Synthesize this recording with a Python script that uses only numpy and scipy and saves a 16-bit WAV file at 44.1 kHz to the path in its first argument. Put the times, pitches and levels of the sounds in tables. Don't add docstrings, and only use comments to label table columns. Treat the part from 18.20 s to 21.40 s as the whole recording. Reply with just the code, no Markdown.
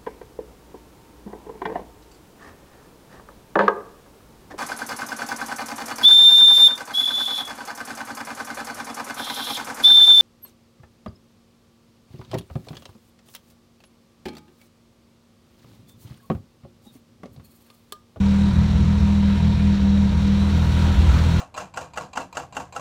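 import sys
import numpy as np
from scipy import signal
from scipy.fft import rfft, irfft
from scipy.io import wavfile
from scipy.ndimage import uniform_filter1d

SR = 44100
rng = np.random.default_rng(int(sys.argv[2]) if len(sys.argv) > 2 else 0)


def dump_mix(stems):
    frames = np.atleast_2d(stems).T
    limited = np.clip(frames, -1, 1)
    pcm = np.round(limited * 32767).astype(np.int16)
    wavfile.write(sys.argv[1], SR, pcm)


def nominal_scale(level):
    x = np.asarray(level, float) / 20
    return 10 ** x


N = 141120
LEAD = SR // 4
RING_LAG_S = .045


def column(table, col, ahead_s=0.):
    table = np.array(table, float)
    return np.interp(np.arange(N) / SR + ahead_s, table[:, 0], table[:, col])


def level(x, db):
    return x * nominal_scale(db) / np.sqrt(np.mean(x ** 2))


def ring(x, hz, width_hz):
    return signal.lfilter(*signal.iirpeak(hz, hz / width_hz, fs=SR), x)


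def ring_twice(x, hz, width_hz):
    return ring(ring(x, hz, width_hz), hz, width_hz)


def walk(rate_hz):
    k = int(SR / rate_hz)
    steps = np.repeat(rng.standard_normal(N // k + 1), k)
    w = uniform_filter1d(uniform_filter1d(steps, k), k)[:N]
    return w / w.std()


def clicks(places, sizes):
    out = np.zeros(N + LEAD)
    np.add.at(out, np.clip(places.astype(int) + LEAD, 0, N + LEAD - 1), sizes)
    return out


# start in seconds, firing rate in Hz, load in dB.
IDLE = [(0.0, 39.9, -5), (0.17, 39.33, -4.5), (0.29, 40.91, -2.5), (0.77, 40.62, -3.5), (1.09, 39.82, -4.5),
        (1.16, 40.5, -4.5), (1.3, 40.89, -2.5), (1.54, 40.0, -3), (1.6, 39.38, -4), (1.91, 40.25, -3.5),
        (1.97, 40.28, -3.5), (2.04, 39.86, -3), (2.27, 40.06, -4), (2.41, 40.63, -2), (2.75, 40.0, -0.5),
        (3.01, 40.71, -1.5), (3.14, 40.88, -3.5), (3.2, 40.4, -1.5)]


def firing_phase():
    return np.cumsum(column(IDLE, col=1, ahead_s=RING_LAG_S)) / SR + .6


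# time in seconds, firing level change in dB, thump in dB, firing delay in ms.
STUMBLES = [(0.321, -6, -37.5, 2.26), (0.371, -2, -27.5, 0.25), (0.478, -4.5, -37, 0.99),
            (0.542, 0.5, -32, 1), (0.621, 0, -35, 1.2), (0.782, -6.5, -28.5, 0.36), (.84, 2, -33, .2),
            (1.178, -5.5, -31.5, 0.82), (1.35, -5.5, -38.5, 1.1), (1.592, -10, -34.5, .2),
            (1.918, -7, -27, 2.8), (1.972, -5, -26.5, 0.93), (2.209, 0.5, -32, 0.17),
            (2.349, -1, -43, 0.51), (2.498, -3, -36, .1), (2.628, 0.5, -33, 0.15), (2.779, -3.5, -21.5, .2),
            (2.832, -4.5, -23, 1.22), (2.896, -2.5, -20.5, 0.48), (2.948, -4, -34, 0.93),
            (3.081, 1.5, -42, 1.52)]


def firings(phase):
    cylinders_db, scatter_db, jitter_periods, stumble_s = (.5, -.7, .2), .9, .006, .021
    at = np.flatnonzero(np.diff(np.floor(phase)))
    earlier = at[0] - (at[1] - at[0]) * np.arange(9, 0, -1)
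    at = np.concatenate([earlier, at])
    chance = rng.standard_normal((len(at), 2))
    db = np.array(cylinders_db)[np.arange(len(at)) % 3] + scatter_db * chance[:, 0]
    db = db + column(IDLE, col=2, ahead_s=RING_LAG_S)[at.clip(0)]
    late_s = jitter_periods * chance[:, 1] / 40
    for s, change_db, _, late_ms in STUMBLES:
        near = np.exp(-((at / SR + RING_LAG_S - s) / stumble_s) ** 2)
        db = db + change_db * near
        late_s = late_s + late_ms * near / 1000
    return clicks(at + late_s * SR, nominal_scale(db) * SR / 40 / np.sqrt(2))


# centre in Hz, width in Hz, level turned away in dB, level facing in dB.
PIPE = [(40, 10, -26.5, -24.5), (83.3, 36, -16.5, -15.5), (124.1, 20, -20.5, -20),
        (168.44, 9.44, -14.5, -17.5), (196.9, 11.7, -11.5, -23.5), (256.5, 15, -56, -21.5),
        (269, 18.2, -33.5, -31), (321.3, 9.2, -41, -43), (350.8, 5.3, -38.5, -26), (476.4, 25.8, -42, -40),
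        (553, 60, -49, -47), (684, 26, -48.5, -45)]


def exhaust(pulses, turn):
    node_hz, wander_db, wander_hz = 140, .8, 12
    out = 0
    for hz, width_hz, away_db, facing_db in PIPE:
        db = away_db + (facing_db - away_db) * turn + wander_db * walk(wander_hz)
        out = out + np.sign(node_hz - hz) * nominal_scale(db) * ring_twice(pulses, hz, width_hz)[LEAD:]
    return out


def room_boom(x):
    hz, width_hz, rise_s = 65.57, 5, .034
    return ring(ring(x, hz, width_hz), hz, 1 / rise_s / 2)[LEAD:]


def thumps():
    rise_s, width_hz, murmur_db = .034, 5, -33
    rows = np.array(STUMBLES)
    push = clicks((rows[:, 0] - rise_s) * SR, nominal_scale(rows[:, 2]) * SR / width_hz)
    return room_boom(push) + level(room_boom(rng.standard_normal(N + LEAD)), murmur_db)


# centre in Hz, width in Hz, lift turned away in dB, lift facing in dB.
CASING = [(950, 82, 8, 7), (1410, 300, 2.5, 5.5), (2417, 50, 4, 3.5), (3810, 90, 1, 9.5),
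          (3850, 190, 7.5, -5.5), (5585, 970, 11, 8), (6960, 2700, 7, 6.5)]


def gas(points, lift_col, flicker_db, db):
    f = np.fft.rfftfreq(N, 1 / SR) + 1
    points = np.array(points)
    shape_db = np.interp(np.log(f), np.log(points[:, 0]), points[:, 1])
    shape_db = shape_db - 30 * np.clip(np.log2(250 / f), 0, 9)
    shape_db = shape_db - 3.5 * np.clip(np.log2(f / points[-1, 0]), 0, 9)
    for row in CASING:
        shape_db = shape_db + row[lift_col] / (1 + (2 * (f - row[0]) / row[1]) ** 2)
    noise = rfft(rng.standard_normal(N)) * nominal_scale(shape_db)
    place = 2 * np.log2(f / 100)
    out = 0
    for k in range(16):
        band = irfft(noise * np.clip(1 - abs(place - k), 0, 1), N)
        out = out + nominal_scale(flicker_db * walk(14)) * band
    return level(out, db)


# frequency in Hz, level in dB.
AWAY = [(250, -1.5), (400, -9), (1070, -14), (2200, -16.5), (4200, -22), (4900, -36), (9500, -39),
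        (10500, -45.5)]
# frequency in Hz, level in dB.
FACING = [(250, -12.5), (380, -7.5), (700, -11.5), (2200, -15.5), (4200, -18.5), (4900, -33), (9500, -36),
          (10500, -40)]


def hiss(phase, turn):
    depth, decay_periods = .092, .29
    puff = 1 - depth + depth * np.exp(-(phase % 1) / decay_periods) / decay_periods
    puff = puff * nominal_scale(.54 * np.cos(2 * np.pi * phase / 3))
    away = gas(AWAY, lift_col=2, flicker_db=1.1, db=-36.5)
    facing = gas(FACING, lift_col=3, flicker_db=1.2, db=-32)
    return nominal_scale(-.14) * puff * (np.sqrt(1 - turn) * away + np.sqrt(turn) * facing)


def valves(phase):
    tick_hz, width_hz, decay_s, scatter_db = 3900, 2500, .006, 2.9
    hits = 0
    for place in (.08, .3, .41, .62, .75, .95):
        at = np.flatnonzero(np.diff(np.floor(phase / 3 - place)))
        hits = hits + clicks(at, nominal_scale(scatter_db * rng.standard_normal(len(at))))
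    envelope = signal.lfilter([1], [1, -np.exp(-1 / (decay_s * SR))], hits)[LEAD:]
    out = envelope * rng.standard_normal(N)
    for _ in range(3):
        out = ring(out, tick_hz, width_hz)
    return level(out, -51)


def knock(phase):
    panel_hz, width_hz, decay_periods = 952, 1.1 * 75, .25
    rattle = np.exp(-(phase % 1) / decay_periods) * rng.standard_normal(N) * nominal_scale(1.1 * walk(12))
    return level(ring_twice(rattle, panel_hz, width_hz), -47)


def squeak():
    at_s, hz, length_s, db = 2.235, 3975, .05, -46
    tone = np.sin(2 * np.pi * np.cumsum(hz * (1 + .002966 * walk(40))) / SR)
    return level(tone, db) * np.exp(-((np.arange(N) / SR - at_s) / length_s) ** 2)


def rumble():
    return level(ring_twice(rng.standard_normal(N), hz=120, width_hz=160), -35)


def garage(x):
    t60_s, tail_db, gap_s = .3, -10, .006
    t = np.arange(SR // 2) / SR
    tail = rng.standard_normal(len(t)) * nominal_scale(-60 * t / t60_s) * (t > gap_s)
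    return x + nominal_scale(tail_db) * signal.fftconvolve(x, tail / np.sqrt(np.sum(tail ** 2)))[:N]


# time in seconds, share facing the engine 0-1.
TURN = [
    (0, 0.06),
    (1.9, 0.01),
    (2.2, 0.19),
    (2.42, 0.4),
    (2.55, 0.72),
    (2.68, .9),
    (2.78, .8),
    (2.95, .99),
    (3.2, 0.65),
]


def phone_turn():
    return np.clip(column(TURN, col=1), 0, 1)


def scene():
    phase, turn = firing_phase(), phone_turn()
    engine = exhaust(firings(phase), turn) + thumps()
    treble = garage(hiss(phase, turn) + valves(phase) * nominal_scale(3 * turn))
    return (engine + treble + knock(phase) + squeak() + rumble())[None]


def top_cut(x):
    return signal.sosfilt(signal.butter(12, 16260, fs=SR, output="sos"), x)


def record(dry):
    low_cut_hz, top_hz, fade_in_s = 37, 15630, .004
    x = signal.sosfilt(signal.butter(4, low_cut_hz, "high", fs=SR, output="sos"), dry)
    x = x * np.clip(np.arange(N) / SR / fade_in_s, 0, 1)
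    x = signal.sosfilt(signal.ellip(12, .2, 80, top_hz, fs=SR, output="sos"), x)
    return top_cut(x)


dry = scene()
out = record(dry)
dump_mix(out)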